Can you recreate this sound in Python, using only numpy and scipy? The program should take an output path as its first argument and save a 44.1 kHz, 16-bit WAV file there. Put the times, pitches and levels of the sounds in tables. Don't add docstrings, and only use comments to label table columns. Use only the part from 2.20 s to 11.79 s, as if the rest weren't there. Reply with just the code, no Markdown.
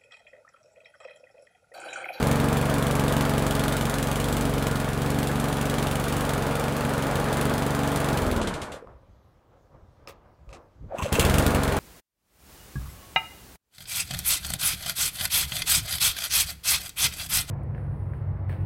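import sys
import numpy as np
from scipy import signal
from scipy.io import wavfile

SR = 44100
rng = np.random.default_rng(int(sys.argv[2]) if len(sys.argv) > 2 else 0)


def file_out(sig):
    cols = np.atleast_2d(sig).T
    lim = np.clip(cols, -1, 1)
    pcm = np.round(lim * 32767).astype(np.int16)
    wavfile.write(sys.argv[1], SR, pcm)


def ratio(d):
    e = np.asarray(d, float) / 20
    return 10 ** e


N = 422919
GOVERNED_PER_S = 23.4
PULL_START_S = 8.66


def crank():
    # (time [s], speed [firings/s])
    running = [(0.0, 22.961), (0.36, 23.568), (1.15, 23.381), (1.87, 22.937), (2.12, 24.069), (2.36, 23.03),
               (2.7, 22.622), (2.85, 23.746), (3.74, 23.224), (3.97, 24.156), (4.22, 22.596), (4.5, 23.807),
               (4.63, 23.746), (4.83, 22.496), (5.21, 23.837), (5.89, 23.587), (6.17, 19.766),
               (6.62, 4.647)]
    # (time [s], speed [firings/s])
    restarting = [
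        (8.66, 0),
        (8.7, 4.566),
        (8.91, 11.274),
        (9.07, 21.34),
        (9.21, 24.96),
        (9.45, 22.643),
        (9.6, 22.297),
    ]
    first, second = in_time(running, 0)[0], in_time(restarting, 0)[0]
    first_turns = np.cumsum(first) / SR - .645
    second_turns = np.cumsum(second) / SR - .975 + 200
    again = np.arange(N) >= PULL_START_S * SR
    return np.where(again, second_turns, first_turns) + 1, first + second


def charges(turns):
    # (time [s], puff above its layer [dB], thump above its layer [dB])
    pops = [(6.53, 0.5, 2), (8.832, 3, 16.5), (8.928, -2.5, 10), (8.998, 4, 7.5), (9.05, 2, 7.5),
            (9.098, 0.5, 5.5), (9.143, 1.5, 5), (9.183, 3, 5.5), (9.225, -6, 0), (9.266, 2, 5.5),
            (9.307, -1.5, -2), (9.348, 2.5, 4), (9.391, -18, 0), (9.435, 2, 0), (9.479, -1.5, 2),
            (9.523, 0.5, -2), (9.568, -2, -1)]
    strength = rng.standard_normal((240, 2)) * [1.5, 1.0]
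    for s, puff_db, thump_db in pops:
        strength[int(np.round(turns[int(s * SR)]))] = puff_db, thump_db
    return strength


def thump(turns, coast, strength, level_db):
    # (frequency [Hz], level [dB], t60 [s])
    muffler = [(161, 2, .03), (143, 1, .15), (215, -5, .05), (56, -9.5, .08)]
    # (frequency [Hz], level [dB], t60 [s])
    intake = [(90, 9.5, 0.038), (470, -4, 0.054)]
    # (delay [s], level [dB])
    fences = [(.0144, -7.5), (.0248, -4), (.0294, -8)]
    cycle = np.floor(turns + .0835).astype(int)
    firing = np.diff(cycle, prepend=cycle[0]) == 1
    clicks = firing * ratio(strength[cycle, 1] + level_db)
    push = signal.lfilter([.08], [1, -.92], clicks)
    governor = 2.0 * np.minimum(4 * coast, 1) * (1 - 0.38 * coast)
    intake_open = np.maximum(governor, np.arange(N) > PULL_START_S * SR)
    boom = -np.roll(ring(push * intake_open, intake), round(.006 * SR))
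    return echoed(ring(push, muffler), fences) + boom


def shaft_tones(turns, speed, coast, level_db, blade_db, fan_db, fins_db):
    # (multiple of firing rate [1], level [dB], lag [turns])
    shaft = [(2, -6, .36), (4, -13, .65), (10, -9, .47), (12, -7.5, .58), (14, -19, .3)]
    coasting = [6, 8.3, 1.5, 10.8, 4]
    # (multiple of firing rate [1], level [dB])
    fins = [(18, -16), (20, -16.5), (21, -18.5), (25, -25), (27, -27.5), (28, -18.5), (32, -20.5),
            (36, -22.5)]
    tones = 0
    for (order, db, lag), coast_db in zip(shaft, coasting):
        part_db = blade_db if order < 5 else fan_db
        gain = ratio(db + coast * coast_db + part_db + .2 * order * drift(4))
        wobbly_turns = turns + .004 * drift(5)
        tones = tones + gain * np.sin(2 * np.pi * (order * wobbly_turns - lag))
    for order, db in fins:
        gain = ratio(db + fins_db + 2.0 * drift(0.97))
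        tones = tones + gain * np.sin(2 * np.pi * (order * turns + 0.16 * drift(4.1)))
    return tones * ratio(level_db) * np.minimum(speed / 17, 1) ** 3.0


def exhaust_hiss(turns, speed, facing_db, coast, strength, level_db):
    # (frequency [Hz], density [dB per Hz])
    hiss = [(1180, -44), (2000, -2.5), (2860, -1), (3400, -1), (5390, -9), (7640, -5.5), (10300, -5.5),
            (12700, -11.5), (15200, -10), (16000, -17)]
    angle = (turns + 0.044) % 1
    cycle = np.floor(turns + 0.073).astype(int)
    jet = (angle / 0.035) ** 2 * np.exp(2 - 2 * angle / 0.032)
    wheeze = np.exp(-(angle / 0.33) ** 0.98) * (1 - np.exp(-angle / 0.025))
    stroke = ratio(8.0 - 5.4 * coast) * jet + ratio(6.0 + 1.33 * coast) * wheeze
    gas = coloured(hiss, patchy_db=0.0)
    puffs = gas * ratio(strength[cycle, 0]) * stroke
    puffs = duller(puffs, 6700, share=rng.uniform(-0.23, 0.23, 240)[cycle])
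    echo = ratio(-8) * duller(np.roll(puffs, round(0.014 * SR)), 11000, share=0.16)
    leak_db = -4.0 - 1.2 * coast - 0.64 * facing_db
    leak = ratio(leak_db) * np.roll(gas, SR) * (speed / GOVERNED_PER_S) ** 0.76
    return ratio(level_db) * duller(puffs + echo + leak, 8100, share=coast ** 2)


def blade_roar(turns, coast, level_db):
    # (frequency [Hz], density [dB per Hz])
    roar = [(35, -13.5), (60, -11.5), (140, -6.5), (170, -45.5), (235, 13.5), (320, -16.5), (470, -0.5),
            (700, -10), (1020, -8.5), (1470, -12), (2060, -19), (3580, -30), (5000, -28.5), (6500, -45.5)]
    # (frequency [Hz], level [dB], t60 [s])
    deck = [(403, -10, 0.18), (486, -6.5, 0.31), (640, -9.5, 0.22), (690, -33, .06), (846, 2, 0.11),
            (1239, -2.5, 0.053), (1424, -4, 0.31)]
    tips = 0.067 * np.cos(8 * np.pi * (turns - .02))
    firings = .5 * np.exp(-((turns + 0.18) % 1) / 0.01)
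    beat = 1 + tips + firings
    deck_ring = rms_one(ring(rng.standard_normal(N), deck))
    air = coloured(roar, patchy_db=0.0) + ratio(-11.5) * deck_ring
    flutter = ratio(1.2 * drift(120))
    return ratio(level_db - 2.0) * rms_one(beat * flutter * duller(air, 2220, share=coast))


def starter():
    # (time [s], pulley whine [Hz], level [dB])
    pull = [
        (8.68, 473, -68),
        (8.72, 555, -32.5),
        (8.75, 628, -30),
        (8.762, 828, -46),
        (8.785, 1068, -34.5),
        (8.828, 1053, -29),
        (8.838, 568, -47),
        (8.86, 556, -27),
        (8.9, 485, -58),
    ]
    # (time [s], level [dB])
    rattles = [
        (8.787, -46),
        (8.823, -41.5),
        (8.86, -46.5),
        (8.928, -47),
        (8.95, -34.5),
        (9.0, -36),
        (9.02, -32.5),
        (9.04, -42),
    ]
    # (frequency [Hz], level [dB], t60 [s])
    cowl = [(2680, -0.5, 0.011), (3080, -8, 0.0069), (6400, -5.5, .005), (7660, -10, 0.013),
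            (8900, -14, 0.005), (10060, -20, .005)]
    hz, whine_db = in_time(pull)
    t = np.arange(N) / SR
    on = (t > pull[0][0]) & (t < pull[-1][0])
    phase = 2 * np.pi * np.cumsum(hz * (1 + .1 * drift(90))) / SR
    whine = np.sin(phase) * ratio(whine_db + 2) * (.8 + .6 * drift(130))
    rattle = swells(*np.transpose(rattles), rise_s=0.0076, fall_s=0.025)
    struck = rng.random(N) < 490 / SR
    force = ratio(3.5 * np.minimum(rng.exponential(1, N), 3))
    hits = struck * force * rng.choice([-1, 1], N)
    chafe = rattle * ratio(-7.0) * signal.lfilter([1, -.6], [1], rng.standard_normal(N))
    return on * whine + ring(hits * rattle * ratio(7.0), cowl) + chafe


def lever():
    # (time [s], click [dB], scrape [dB], scrape delay [s], scrape length [s])
    throws = [
        (7.875, -34, -39.5, 0.016, 0.044),
        (8.292, -46, -53, 0.022, 0.022),
        (8.329, -39.5, -46, 0.015, 0.043),
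    ]
    # (frequency [Hz], level [dB], t60 [s])
    handle = [(553, -10, 0.16), (1240, -5, 0.044), (2570, 3, 0.0066), (3900, -4.5, 0.0027),
              (5200, -10, .004), (6500, -13, 0.0034)]
    t = np.arange(N) / SR
    clicks, scrape, fading = np.zeros(N), np.zeros(N), np.zeros(N)
    for s, click_db, scrape_db, delay, length in throws:
        clicks[round(s * SR)] = ratio(click_db)
        age = np.maximum(t - s, 0)
        swell = age / delay * np.exp(1 - age / delay)
        scrape += ratio(scrape_db) * swell * np.exp(-age / (4 * length))
        fading = np.where(t > s, np.minimum(age / (2.0 * length), 1), fading)
    grit = scrape * rng.standard_normal(N) * ratio(2.2 * drift(120))
    muffled = np.where(t > throws[1][0] - .1, 1, .3)
    cable = duller(grit + .3 * clicks, 8000, share=muffled)
    cable = duller(cable, 9000, share=muffled)
    return ring(clicks + ratio(-31) * grit, handle) + ratio(-3) * duller(cable, 3500, share=fading)


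def knocks():
    # (time [s], peak [dB], frequency [Hz], t60 [s])
    blows = [(6.625, -33.5, 480, 0.05), (6.645, -36, 500, .04), (6.673, -37, 1100, 0.015),
             (6.70, -41, 90, .08), (6.755, -39, 60, .08), (6.832, -53.5, 530, 0.082),
             (6.542, -27, 510, 0.033), (7.874, -36, 5240, 0.018), (8.274, -33, 49.6, 0.17),
             (8.33, -53, 6200, 0.036), (8.609, -35, 90, .07), (8.64, -45.5, 450, .04),
             (8.788, -23, 160, 0.03), (8.834, -24, 106, 0.042), (8.986, -11.5, 470, 0.047)]
    out = np.zeros(N)
    for s, peak_db, hz, t60 in blows:
        at = round(s * SR)
        out[at:at + 8000] += ring(np.eye(1, 8000)[0], [(hz, peak_db, t60)])
    return out


def garden():
    # (time [s], wind on the microphone [dB], rustle [dB])
    stirrings = [(6.69, -47, -49), (6.89, -49.5, -77), (7.05, -66, -73), (7.33, -67.5, -59),
                 (7.55, -50, -54.5), (7.63, -50.5, -69), (7.8, -52, -60), (7.89, -56, -49.5),
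                 (8.06, -64, -56), (8.23, -51, -68), (8.3, -49, -63), (8.35, -59, -47.5),
                 (8.63, -36.5, -66)]
    # (frequency [Hz], density [dB per Hz])
    leaves = [(88, -37), (150, -10.5), (407, -5), (458, -9), (614, 0), (699, -8.5), (1030, -9.5),
              (1080, -9.5), (2000, -27.5), (2600, -58), (4400, -120)]
    # (frequency [Hz], density [dB per Hz])
    self_noise = [(1060, -27), (1800, 2), (5440, -4.5), (8910, -13), (15100, -13.5), (16000, -21)]
    s, wind_db, rustle_db = np.transpose(stirrings)
    rise_s, fall_s, calm_wind_db, calm_rustle_db = 0.033, 0.068, -59, -65
    gusts = np.hypot(ratio(calm_wind_db), swells(s, wind_db, rise_s, fall_s))
    stirs = np.hypot(ratio(calm_rustle_db), swells(s, rustle_db, rise_s, fall_s))
    low_band = signal.butter(2, [25, 100], "band", fs=SR, output="sos")
    rumble = signal.sosfilt(low_band, rng.standard_normal(N))
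    wind = gusts * ratio(-1.0) * rms_one(rumble * ratio(2 * drift(19)))
    rustle = stirs * coloured(leaves, patchy_db=0.5)
    return wind + rustle + ratio(-78) * coloured(self_noise, patchy_db=-2.2)


def layer_db(speed, coast, throttle, base_db, per_db, unfired_db, throttle_db, stall_db):
    speed_db = 20 * np.log10(speed / GOVERNED_PER_S + 1e-4)
    db = base_db + per_db * speed_db + unfired_db * coast + throttle_db * throttle
    db = db - stall_db * np.maximum(6.43 - speed, 0)
    fall = 298 * np.arange(N) / SR
    return np.maximum.accumulate(db + fall) - fall


def rms_one(x):
    return x / np.sqrt(np.mean(x ** 2) + 1e-20)


def in_time(rows, outside=None):
    s, *columns = np.transpose(rows)
    return [np.interp(np.arange(N) / SR, s, c, outside, outside) for c in columns]


def drift(rate):
    r = np.exp(-80 * np.pi * rate / SR)
    slow = signal.lfilter([1], [1, -2 * r, r * r], rng.standard_normal(N // 40 + 2002))[2000:]
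    return np.interp(np.arange(N) / 40, np.arange(len(slow)), rms_one(slow))


def ring(clicks, modes):
    out = 0
    for hz, level_db, t60 in modes:
        r, w = ratio(-60 / (t60 * SR)), 2 * np.pi * hz / SR
        strike = [0, ratio(level_db) * np.sin(w)]
        out = out + signal.lfilter(strike, [1, -2 * r * np.cos(w), r * r], clicks + 1e-18)
    return out


def coloured(spectrum, patchy_db):
    hz, level_db = np.transpose(spectrum)
    edges = np.geomspace(hz[0], min(hz[-1], 19000), 17)
    white = rng.standard_normal((2, N))
    out = 0
    for k, (low, high) in enumerate(zip(edges, edges[1:])):
        band_pass = signal.butter(2, [low, high], "band", fs=SR, output="sos")
        band = signal.sosfilt(band_pass, white[k % 2])
        band_db = np.interp(np.log(low * high) / 2, np.log(hz), level_db)
        out = out + band * ratio(band_db + patchy_db * drift(3.65))
    return rms_one(out)


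def echoed(x, echoes):
    return x + sum(ratio(db) * np.roll(x, round(s * SR)) for s, db in echoes)


def duller(x, hz, share):
    low = signal.sosfilt(signal.butter(2, hz, fs=SR, output="sos"), x)
    return x + share * (low - x)


def swells(times, levels_db, rise_s, fall_s):
    t = np.arange(N) / SR
    power = 0
    for s, db in zip(times, levels_db):
        distance = np.maximum((s - t) / rise_s, (t - s) / fall_s)
        power = power + ratio(2 * db) * np.exp(-2 * distance)
    return np.sqrt(power)


def scene():
    # (time [s], nearness [dB], exhaust facing the microphone [dB],
    # deck tipped up [0-1], draught under the deck [dB])
    path = [(0, 6, 2, 0, -1.5), (.5, 3, 1, 0.1, 0), (1.2, 3, 2, 0.44, 0), (1.8, -0.3, 3.5, 1, -2),
            (2.3, 1.5, 0.5, 1.05, 1.5), (2.8, 1, -0.9, 0.36, -1), (3.3, 1.5, 0.5, 0.33, 0),
            (3.9, -0.5, 1.5, 0.7, 0.5), (4.2, 0, .6, 0.5, 4.5), (4.5, -1.5, -1.9, 0, 2.5),
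            (5.0, 1.2, 0.5, 0.1, 2.5), (5.5, 0.3, -1.5, 0, 2.5), (6, 1.7, 1.5, 0, 2),
            (9.59, 1.2, 2, 0.1, 1.5)]
    near_db, facing_db, tipped, draught_db = in_time(path)
    turns, speed = crank()
    strength = charges(turns)
    since_catch = np.arange(N) / SR - 8.921
    coast = np.clip((22.6 - speed) / 5, 0, 1) * (since_catch < 0)
    throttle = (since_catch >= 0) * np.exp(-np.abs(since_catch) / 0.18)
    state = speed, coast, throttle

    thump_db = near_db + layer_db(*state, base_db=-27, per_db=2, unfired_db=-2, throttle_db=5.5, stall_db=1.1)
    hiss_db = facing_db + layer_db(*state, base_db=-41, per_db=1.72, unfired_db=6.5, throttle_db=16.5, stall_db=26)
    roar_db = layer_db(*state, base_db=-28, per_db=1.28, unfired_db=-0.5, throttle_db=5, stall_db=3)
    roar_db = roar_db + 0.17 * near_db + 0.87 * facing_db - 2.2 * tipped + 0.5 * draught_db
    blade_db = -2.5 + 5.4 * tipped - 12 * throttle
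    fan_db = -1.5 + 2.2 * tipped - 4 * throttle
    fins_db = 2.6 - 0.69 * tipped + 3.8 * throttle + draught_db

    engine = thump(turns, coast, strength, thump_db)
    engine = engine + shaft_tones(turns, speed, coast, thump_db, blade_db, fan_db, fins_db)
    engine = engine + exhaust_hiss(turns, speed, facing_db, coast, strength, hiss_db)
    mower = engine + blade_roar(turns, coast, roar_db)
    return (mower + starter() + lever() + knocks() + garden())[None]


def band_limit(x):
    return signal.sosfilt(signal.butter(12, 16650, fs=SR, output="sos"), x)


def record(dry):
    low_cut = signal.sosfilt(signal.butter(2, 35, "high", fs=SR, output="sos"), dry)
    top_cut = signal.sosfilt(signal.cheby2(12, 30, 16050, fs=SR, output="sos"), low_cut)
    return band_limit(top_cut)


dry = scene()
out = record(dry)
file_out(out)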